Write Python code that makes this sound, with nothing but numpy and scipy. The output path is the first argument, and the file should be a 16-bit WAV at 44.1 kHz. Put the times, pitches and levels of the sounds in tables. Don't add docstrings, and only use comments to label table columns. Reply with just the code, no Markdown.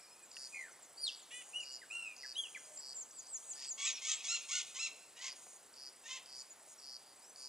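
import sys
import numpy as np
from scipy import signal
from scipy.fft import rfft, irfft
from scipy.io import wavfile
from scipy.ndimage import uniform_filter1d

SR = 44100
rng = np.random.default_rng(int(sys.argv[2]) if len(sys.argv) > 2 else 0)


def generate_wav(signal):
    frames = np.transpose(np.atleast_2d(signal))
    scaled = np.clip(frames, -1, 1) * 32767
    pcm = np.round(scaled).astype(np.int16)
    wavfile.write(sys.argv[1], SR, pcm)


N = 329868


def gain_of(db):
    return 10 ** (np.asarray(db) / 20)


def evened(x):
    return x / np.sqrt(np.mean(x ** 2) + 1e-20)


def read(points, hz):
    f, value = np.transpose(points)
    return np.interp(np.log(hz + 1), np.log(f + 1), value)


def add(mix, s, sound):
    part = mix[round(s * SR):][:len(sound)]
    part += sound[:len(part)]


def unroll(rows):
    s, *columns = np.transpose(rows)
    t = np.arange(s[0], s[-1], 1 / SR)
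    return t, [np.interp(t, s, column) for column in columns]


def drift(count, per_s):
    size = max(int(SR / per_s), 1)
    smooth = uniform_filter1d(rng.standard_normal(count), size)
    return evened(uniform_filter1d(smooth, size))


def resonate(x, modes):
    out = np.zeros(len(x))
    for hz, width, db in modes:
        r = np.exp(-np.pi * width / SR)
        pole = [1, -r * np.exp(2j * np.pi * hz / SR)]
        once = signal.lfilter([1 - r], pole, x)
        twice = signal.lfilter([1 - r], pole, once)
        out += gain_of(db) * 2 * twice.real
    return out


def wash():
    # (frequency [Hz], relative density [dB per Hz])
    spectrum = [(25, -37), (60, -21), (340, -6.5), (666, -3), (1050, -5.5), (2000, -9), (3600, -12),
                (4200, -11), (4750, -8), (5500, -10.5), (7000, -8.5), (8500, -11), (10300, -16),
                (11000, -16), (15500, -19)]
    level_db = -63
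    frames, hz = N // 256 + 5, np.fft.rfftfreq(1024, 1 / SR)
    a, b, patches = rng.standard_normal((frames, 513, 3)).T
    patches = uniform_filter1d(uniform_filter1d(patches, 12, 0), 14, 1)
    patchy_db = 1.1 * evened(patches)
    z = (a + 1j * b) * gain_of(read(spectrum, hz)[:, None] + patchy_db)
    hiss = signal.istft(z, nperseg=1024, noverlap=768)[1][:N]
    return gain_of(level_db) * evened(hiss)


def treble_insects():
    # (time [s], level [dB])
    chorus_level = [(0, -65.5), (1, -67), (2.3, -66), (3, -64), (4.9, -65), (5.6, -71), (6.2, -67),
                    (6.8, -66.5), (7.05, -73), (7.25, -61.5), (7.48, -75)]
    trill_hz, trill_db, trill_per_s, trill_start_s = 9020, -61, 30.0, .0263
    hum_hz, hum_db = 9779, -70
    t = np.arange(N) / SR
    place = ((t - trill_start_s) * trill_per_s) % 1 / trill_per_s
    pips = np.clip(np.minimum(place / 0.00087, (.0115 - place) / 0.0024), 0, 1)
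    pips *= gain_of(1.2 * drift(N, 20))
    trill = pips * np.sin(2 * np.pi * np.cumsum(trill_hz + 40 * drift(N, 40.55)) / SR)
    hum = np.sin(2 * np.pi * np.cumsum(hum_hz + 5 * drift(N, 50)) / SR)
    hum *= gain_of(1.3 * drift(N, 60))
    flicker = gain_of(2.8 * drift(N, 26)) * rng.standard_normal(N)
    chorus = evened(resonate(flicker, [(7704, 470, -8.0), (7400, 140, -19.0), (7950, 180, -12.0)]))
    chorus *= gain_of(np.interp(t, *np.transpose(chorus_level)))
    return gain_of(trill_db) * trill + gain_of(hum_db) * hum + chorus


def buzzer():
    # (start [s], end [s], level [dB])
    bursts = [(0.358, 0.644, -59), (1.34, 1.642, -60), (2.414, 2.775, -59), (3.365, 3.609, -58.5),
              (4.41, 4.75, -59.5), (5.357, 5.575, -59), (6.35, 6.422, -62.5), (6.678, 6.743, -59.5),
              (7.37, 7.476, -59)]
    # (frequency [Hz], width [Hz], gain [dB])
    wing_modes = [(6100, 200, -9.5), (6860, 620, -6), (7400, 170, -8), (8760, 230, -5), (8950, 2000, -14)]
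    t = np.arange(N) / SR
    strokes = np.cumsum(150.0 * (1 + .01 * drift(N, 10))) / SR
    scrape = np.exp(-(strokes % 1) / 0.17) + 0.42 * np.exp(-((strokes + .5) % 1) / 0.43)
    buzz = evened(resonate(scrape * rng.standard_normal(N), wing_modes))
    on = sum(gain_of(db) * (t > start) * (t < end) for start, end, db in bursts)
    return buzz * uniform_filter1d(on, 300)


def crickets():
    # (start [s], level before swell and wing modes [dB], length before the last stroke ends [s])
    chirps = [(0.3143, -45, 0.16), (0.982, -46, 0.17), (1.604, -44.5, 0.17), (2.164, -44, 0.16),
              (2.773, -44.5, 0.16), (3.088, -56.5, 0.22), (3.534, -44.5, .16), (5.19, -46, 0.14),
              (5.739, -46.5, 0.15), (6.259, -45.5, 0.16), (6.798, -44.5, .17), (7.003, -59.5, 0.13),
              (7.359, -44.5, 0.16)]
    # (frequency [Hz], random spread [Hz], gain [dB])
    wing_modes = [(4810, 108, 4), (5200, 70, -2.5), (5600, 70, -3.5), (6400, 180, -11.5)]
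    near_db = -47
    far_dull = 0.68
    out = np.zeros(N)
    for s, db, length in chirps:
        t = np.arange(0, length + .01, 1 / SR)
        strokes = np.cumsum(139 - 70 * t + 4 * drift(len(t), 100)) / SR
        place, last = strokes % 1, np.ceil(strokes[int(length * SR)])
        sounding = (strokes < 1) | ((strokes > 2) & (strokes < last))
        attack = np.minimum(place / np.where(strokes < 1, .2, .35), 1)
        scrape = attack * np.exp(-(place / 0.5) ** 2) * sounding
        swell_db = np.where(strokes < 1, -5.5, -16 + 17 * np.tanh(3.3 * t / length))
        swell_db = swell_db + 0.81 * drift(len(t), 100)
        sag_hz = 700 * (place - .25)
        wing = np.zeros(len(t))
        for hz, spread, mode_db in wing_modes:
            dull_db = (hz > 5000) * far_dull * min(db - near_db, 0)
            turns = np.cumsum(hz - sag_hz + spread * drift(len(t), 930)) / SR
            wing += gain_of(mode_db + dull_db) * np.cos(2 * np.pi * turns)
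        add(out, s, gain_of(db + swell_db) * scrape * wing)
    return out


def ticks():
    # (time [s], level of the main partial [dB], frequency [Hz])
    taps = [(0.368, -38.5, 2750), (5.468, -50, 716), (6.674, -55, 607)]
    out, t = np.zeros(N), np.arange(600) / SR
    for s, db, hz in taps:
        ring = np.sin(2 * np.pi * hz * t) + 0.5 * np.sin(2 * np.pi * 0.69 * hz * t)
        ring += 0.034 * rng.standard_normal(600)
        decaying = gain_of(db - 60 * t / 0.018) * ring
        add(out, s, np.diff(decaying) * SR / (2 * np.pi * hz))
    return out


def yard(x, tail_db, t60, early_db=-12):
    t = np.arange(SR) / SR
    taps = rng.standard_normal((2, SR)) * (rng.random((2, SR)) < .1) * (t > .004)
    tail, early = taps * gain_of(-60 * t / t60), taps * gain_of(-60 * t / .12)
    response = gain_of(tail_db) * tail / np.linalg.norm(tail[0])
    response += gain_of(early_db) * early / np.linalg.norm(early[0])
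    response = signal.lfilter([.6], [1, -.4], response)
    sway = 2 * np.pi * .3 * drift(N, 45)
    first, second = signal.fftconvolve(x[None], response, axes=1)[:, :N]
    return x + first * np.cos(sway) + second * np.sin(sway)


def grounded(start, sound, delay_s, share):
    lag = np.zeros(round(delay_s * SR))
    return start, (np.append(sound, lag) + share * np.append(lag, sound)) / np.sqrt(1 + share ** 2)


def whistle(rows, half_db=-60, second_db=-60, third_db=-60, flutter=60, depth=0.25, warble_hz=20, bend=400):
    t, (hz, db) = unroll(rows)
    hz = uniform_filter1d(hz, min(len(t) // 4, bend), mode="nearest")
    push = gain_of(.5 * (db - db.max())) * (hz / hz.max()) ** 3
    beat = np.cos(2 * np.pi * np.cumsum(flutter * (1 + 0.195 * drift(len(t), 48.0))) / SR)
    turns = 2 * np.pi * np.cumsum(hz + warble_hz * beat + 25 * drift(len(t), 330)) / SR
    half_lines = np.sin(turns / 2) + 0.67 * np.sin(3 * turns / 2) + np.sin(5 * turns / 2)
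    tone = np.sin(turns) + gain_of(half_db) * half_lines
    tone += push * (gain_of(second_db) * np.sin(2 * turns) + gain_of(third_db) * np.sin(3 * turns))
    edge = np.clip(np.minimum(t - t[0], t[-1] - t) / 0.0015, 0, 1)
    level = np.sqrt(2) * gain_of(db + 1.1 * drift(len(t), 150))
    return t[0], level * tone * (1 + np.clip(depth, 0, 1) * beat) * edge


def swoop(start, fall, top_hz, end_hz, db, bow, loudest, upstroke):
    u = np.linspace(0, 1, num=16)
    level = db + np.interp(u, [0, loudest, 1], [-22, 0, -13.5])
    rows = np.transpose([start + fall * u, top_hz + (end_hz - top_hz) * u ** bow, level])
    if upstroke < .016:
        return rows
    lead = [(start - upstroke, 5280, -52), (start - upstroke / 2, .95 * top_hz, -63)]  # (s, Hz, dB)
    return np.vstack([lead, rows])


def small_birds(mix):
    # (time of the top [s], fall [s], top [Hz], end [Hz], peak level [dB],
    # bow of the fall [1 = straight], loudest place [share of the fall], upstroke [s, none under 0.016])
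    swoops = [ (0.219, 0.048, 8200, 6600, -56, 1.2, 0.36, 0), (.3, 0.046, 7800, 6550, -57, 1, .25, 0),
              (.51, 0.068, 7850, 5900, -55, 2.1, 0.57, 0),
              (0.701, 0.041, 6700, 5540, -60.5, 1.1, 0.48, 0.005),
              (0.809, 0.057, 8000, 5740, -56.5, 1.4, 0.39, 0), (1.188, 0.06, 7600, 5500, -58, 3.1, .7, 0),
              (1.876, 0.1, 8300, 5930, -56.5, 1, 0.47, 0), (2.14, 0.057, 7960, 5870, -56.5, 0.89, 0.87, 0),
              (3.13, 0.082, 8070, 5760, -45.5, 3, 0.85, 0.022),
              (3.291, 0.088, 8320, 5600, -39, 1.9, 0.72, .025),
              (3.46, 0.078, 8200, 5840, -41.5, 2.2, 0.75, 0),
              (3.635, 0.099, 8120, 5920, -39.5, 2.6, 0.85, 0),
              (3.81, .17, 8500, 5190, -39.5, 0.95, 0.23, 0.014),
              (4.255, 0.17, 8650, 6050, -44, 0.93, 0.51, 0.023), ]
    # (start [s], length [s], pitch [Hz], starting level [dB])
    level_pips = [(1.605, 0.042, 7050, -54), (1.717, 0.046, 7060, -55.5), (2.585, 0.014, 5700, -62),
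                  (2.646, .012, 4900, -63), (2.887, 0.03, 8100, -58), (3.333, .02, 5700, -64),
                  (3.537, 0.02, 7950, -52), (3.736, 0.026, 6950, -50.5), (6.385, 0.038, 7000, -55.5),
                  (6.502, 0.03, 6960, -54)]
    # (time [s], pitch [Hz], level [dB])
    peeps = [
        [(0, 4320, -66), (.013, 5520, -67), (.033, 5500, -66), (.047, 4700, -64), (.065, 5480, -69),
         (.078, 5300, -72), (.09, 4100, -69), (.103, 5200, -76), (.13, 5170, -62), (.145, 5200, -73)],
        [(2.34, 4670, -70), (2.348, 3820, -57), (2.36, 3840, -57), (2.368, 3950, -62)],
        [(2.75, 7870, -60), (2.78, 7140, -47), (2.81, 7960, -53)],
        [(2.945, 7800, -52), (2.977, 7020, -44.5), (3.004, 7530, -48.5), (3.018, 6970, -45),
         (3.04, 5900, -52.5)],
        [(3.425, 3180, -68), (3.44, 3350, -71), (3.45, 4000, -66)],
        [(4.11, 6900, -54), (4.14, 7300, -40), (4.17, 8020, -52)],
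        [(6.67, 5360, -78), (6.72, 5750, -83), (6.775, 5770, -78), (6.79, 5600, -61), (6.797, 5650, -63)],
        [(7.21, 4530, -80), (7.222, 4730, -67), (7.264, 5820, -68), (7.315, 6180, -62)],
    ]
    pip_fade_db = -1.5
    curves = [swoop(*row) for row in swoops]
    for s, length, hz, db in level_pips:
        curves.append([(s, hz, db), (s + length, hz, db + pip_fade_db)])
    for rows in curves:
        add(mix, *whistle(rows, flutter=230, depth=0.34))
    for rows in peeps:
        add(mix, *whistle(rows, bend=200))


def squawk(rows, throat, rough, uneven, low_db=-60):
    # (frequency [Hz], gain [dB])
    airy_table = [(4200, -2.5), (6200, 2.5)]
    broken_db, broken_per_s = 8, 80
    t, (db, hz) = unroll(rows)
    hz = uniform_filter1d(hz, 300, mode="nearest")
    steady = np.cumsum(hz / 2) / SR
    pairs = steady + np.cumsum(hz * .022 * rough * drift(len(t), 300)) / SR
    folds = np.zeros(len(t))
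    for k in range(1, 24):
        strength = uneven if k % 2 else 1
        waver_db = broken_db * (.3 * rough + .02 * k) * drift(len(t), broken_per_s)
        folds += strength * gain_of(waver_db) * np.cos(2 * np.pi * k * pairs + 0.099 * k * k)
    puffs = (0.26 + np.exp(-(2 * pairs % 1) / 0.26)) * rng.standard_normal(len(t))
    f = np.fft.rfftfreq(len(t), 1 / SR)
    airy = gain_of(read(airy_table, f))
    drive = rfft((1 - rough) * evened(folds)) / airy + rfft(rough * evened(puffs)) * airy
    voiced = irfft(drive * gain_of(read(throat, f)), len(t))
    low = np.zeros(len(t))
    for k, share in [(4, .75), (8, 1.1)]:
        low += share * np.cos(k * np.pi * steady) * gain_of(4 * drift(len(t), 70))
    call = evened(voiced) * gain_of(3.4 * rough * drift(len(t), 150)) + gain_of(low_db) * low
    return t[0], gain_of(db + 6.5) * call * signal.windows.tukey(len(t), .24)


def bray(mix):
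    # (time [s], effort [dB], pitch [Hz])
    curve = [(1.3, -55, 796), (1.32, -57, 967), (1.345, -56.5, 979), (1.4, -59, 1002), (1.415, -59.5, 967),
             (1.435, -61, 743)]
    # (frequency [Hz], gain [dB])
    nasal_throat = [(1200, -42), (1600, -29), (1950, -7), (2950, -4.5), (3450, -9), (3900, -22),
                    (5000, -24), (5900, -12), (6800, -14), (7400, -2), (8300, -19), (8900, -0.5),
                    (9800, -21), (10400, -5), (11500, -49)]
    add(mix, *squawk(curve, nasal_throat, 0.11, 0.63))


def gasps(mix):
    # (start [s], length [s], effort [dB], starting pulse rate [Hz])
    breaths = [(3.949, 0.047, -59, 483), (4.168, 0.066, -59, 479), (4.403, 0.057, -61.5, 485),
               (4.652, 0.078, -68, 480)]
    # (frequency [Hz], gain [dB])
    gasp_throat = [(1500, -42), (2100, -18), (2500, 0), (3000, -16), (3700, -5), (4400, -14), (6500, -10),
                   (9000, -40)]
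    for s, length, db, hz in breaths:
        add(mix, *squawk([(s, db, hz), (s + length, db, 1.1 * hz)], gasp_throat, 0.51, 0.83))


def harsh_call(start, climb, jump, length, db, low_hz, held_hz, rough, uneven, fall, end_pitch, clear_db, arch, tilt_db):
    # (frequency [Hz], gain [dB])
    call_throat = [(600, -34), (1000, -18), (1500, -21.5), (2000, -7.5), (2700, -4.5), (3400, -4),
                   (4000, -7), (4600, -11.5), (5250, -5.5), (5900, -9), (6500, -1), (7300, -9.5),
                   (8200, -13), (9500, -30), (12000, -51)]
    # (place [share of its length], bend [share of the arch], effort [dB])
    arch_shape = [(0, -1, -3.5), (.3, -.2, -1), (.6, 0, 0), (1, -.3, -1.5)]
    start_db, end_db = -13, -10
    held = climb + jump
    falls = max(length - fall, held + .004)
    place, bend, swell_db = np.transpose(arch_shape)
    s = start + np.array([0, climb, *(held + (falls - held) * place), length])
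    effort = db + np.array([start_db, start_db * jump / held + swell_db[0], *swell_db, end_db])
    pitch = [.94 * low_hz, low_hz, *(held_hz * (1 + arch * bend)), end_pitch * low_hz]
    rows = np.transpose([s, effort, pitch])
    t = unroll(rows)[0]
    roughs = np.interp(t, s[[0, 1, 2, -2, -1]], [.5, .56, rough, rough, .5])
    unevens = np.interp(t, s[[1, 2, 4, -2, -1]], [.4, uneven ** 2, uneven, uneven ** 2, .4])
    low_db = clear_db + np.interp(t, s[[1, 2, -2, -1]], [7, 0, 0, -10])
    throat = [(hz, gain_db + tilt_db * np.log2(hz / 4000)) for hz, gain_db in call_throat]
    return squawk(rows, throat, roughs, unevens, low_db=low_db)


def harsh_caller(mix):
    # (start [s], climb [s], break [s], whole length [s], effort [dB], low pitch [Hz], held pitch [Hz],
    # held roughness [0-1], held strong-weak share [0-1], fall [s], end pitch [share of low pitch],
    # clear low lines [dB], arch [share of held pitch], brightness [dB per octave])
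    calls = [ (3.519, 0.033, 0.096, 0.15, -57, 858, 1006, 0.88, 1, 0.038, 0.81, -16.5, 0.027, -0.2),
             (3.77, 0.081, 0.013, 0.16, -42.5, 1154, 1290, 0.55, 0.7, 0.045, .8, -23.5, 0.014, 1),
             (4.006, 0.056, 0.019, 0.15, -42, 1120, 1281, 0.53, 0.8, .035, 0.85, -20.5, 0.017, 2.9),
             (4.226, 0.05, 0.011, 0.16, -43.5, 1150, 1395, 0.34, 0.06, 0.027, 0.66, -24.5, 0.06, 2.5),
             (4.479, 0.03, 0.012, 0.15, -42.5, 1111, 1464, 0.5, 0.87, 0.043, 0.81, -18.5, 0.066, 3.2),
             (4.736, .049, 0.0114, .155, -45.5, 1076, 1363, 0.26, 0.21, .03, 0.78, -19.5, .045, 2),
             (5.154, 0.054, 0.029, 0.16, -53, 979, 1070, 0.71, 0.92, 0.031, 0.85, -15.5, 0.0195, -1),
             (6.027, 0.042, 0.016, 0.17, -54, 929, 1054, 0.49, 0.97, 0.026, 0.72, -13.5, 0.025, 0.5), ]
    for row in calls:
        add(mix, *harsh_call(*row))


def drop(start, length, top_hz, db):
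    end_hz, hold, fade_db = 1365, 0.47, -14.5
    u = np.array([0, hold, 1])
    return np.transpose([start + length * u, top_hz + (end_hz - top_hz) * u, db + fade_db * (u == 1)])


def near_whistlers(mix):
    # (time [s], pitch [Hz], level [dB]);
    # the whistle at 0.52 s has two overlapping voices, a table each
    notes = [
        [(0.0, 2350, -73.5), (0.2, 2530, -77.5), (0.234, 2430, -70), (0.26, 2490, -86)],
        [(0.52, 2520, -66), (0.542, 2457, -50), (0.562, 2440, -52.5), (0.6, 2300, -57)],
        [(0.545, 2190, -53), (0.572, 2130, -53), (0.6, 2067, -50), (0.635, 1900, -51.5), (0.665, 1640, -62.5),
         (0.7, 1335, -66)],
        [(0.972, 4510, -59), (.985, 4700, -52), (1.015, 4764, -47.5), (1.028, 4790, -45), (1.039, 4610, -38),
         (1.06, 4040, -43), (1.08, 3350, -38.5), (1.095, 2840, -43), (1.105, 2470, -66)],
        [(1.53, 2450, -65), (1.548, 2917, -41), (1.562, 2888, -40), (1.58, 2910, -43), (1.6, 2930, -40.5),
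         (1.62, 2690, -50), (1.64, 2410, -58)],
        [(1.895, 2345, -75), (1.91, 2494, -44.5), (1.925, 2730, -50), (1.958, 2770, -47.5), (2.03, 2717, -49),
         (2.076, 2557, -48.5), (2.15, 2340, -62.5)],
        [(2.355, 2890, -48), (2.368, 3100, -42.5), (2.376, 3294, -42), (2.388, 3313, -38.5),
         (2.41, 3286, -40.5), (2.435, 3185, -43), (2.46, 2740, -49), (2.472, 2540, -59)],
        [(2.64, 578, -76), (2.67, 619, -67), (2.744, 608, -64), (2.77, 624, -70)],
    ]
    # (half-pitch lines [dB], 2nd harmonic at full push [dB], 3rd harmonic at full push [dB],
    # flutter rate [per s], flutter depth [0-1, none if negative], warble [Hz])
    voices = [(-42, -42, -40, 27.5, 0.8, 22), (-37, -19, -35, 88.5, 0.5, 30), (-30, -20, -35, 81, 0.96, 39),
              (-42, -4, -29, 120, 0.4, 20), (-37, -21, -18, 25.2, 0.57, 5.9),
              (-22, -17, -7.5, 110, 0.54, 27), (-44, -13.5, -12.5, 42, 0, 5.1), (-35, -20, -38, 16, 0.1, 6)]
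    # (delay [s], share of the direct sound)
    ground_returns = [(.003, 0), (.003, 0), (.003, 0), (.00261, .6), (.00357, .4), (.00357, .2),
                      (.00357, .55), (.003, 0)]
    # (start [s], length [s], top [Hz], level [dB])
    drops = [(1.815, 0.033, 2030, -54.5), (2.233, 0.033, 2090, -51), (2.547, 0.035, 2575, -47)]
    drop_voice = (-45, -21, -37, 97, -0.3, 34)
    drop_ground = (.00244, .5)
    for rows, voice, ground in zip(notes, voices, ground_returns):
        add(mix, *grounded(*whistle(rows, *voice, bend=500), *ground))
    for row in drops:
        add(mix, *grounded(*whistle(drop(*row), *drop_voice), *drop_ground))


def scene():
    whistles, harsh = np.zeros(N), np.zeros(N)
    small_birds(whistles)
    bray(whistles)
    gasps(harsh)
    harsh_caller(harsh)
    near_whistlers(whistles)
    insects = yard(crickets() + buzzer(), -9, .4, early_db=-20)
    birds = yard(whistles, -13, 0.88, early_db=-10.5) + yard(harsh, -10, 0.85, early_db=-6)
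    mono = wash() + treble_insects() + insects + ticks() + birds
    return np.array([mono, mono])


def record(dry):
    left_lag_s, edge_hz = 1 / 44100, 15600
    half_lag = np.pi * np.fft.rfftfreq(N, 1 / SR) * left_lag_s
    pair = irfft(rfft(dry) * np.exp(1j * np.array([-half_lag, half_lag])), N)
    low_pass = signal.firwin(511, edge_hz, window=("kaiser", 9), fs=SR)
    return signal.oaconvolve(pair, low_pass[None], "same")


dry = scene()
out = record(dry)
generate_wav(out)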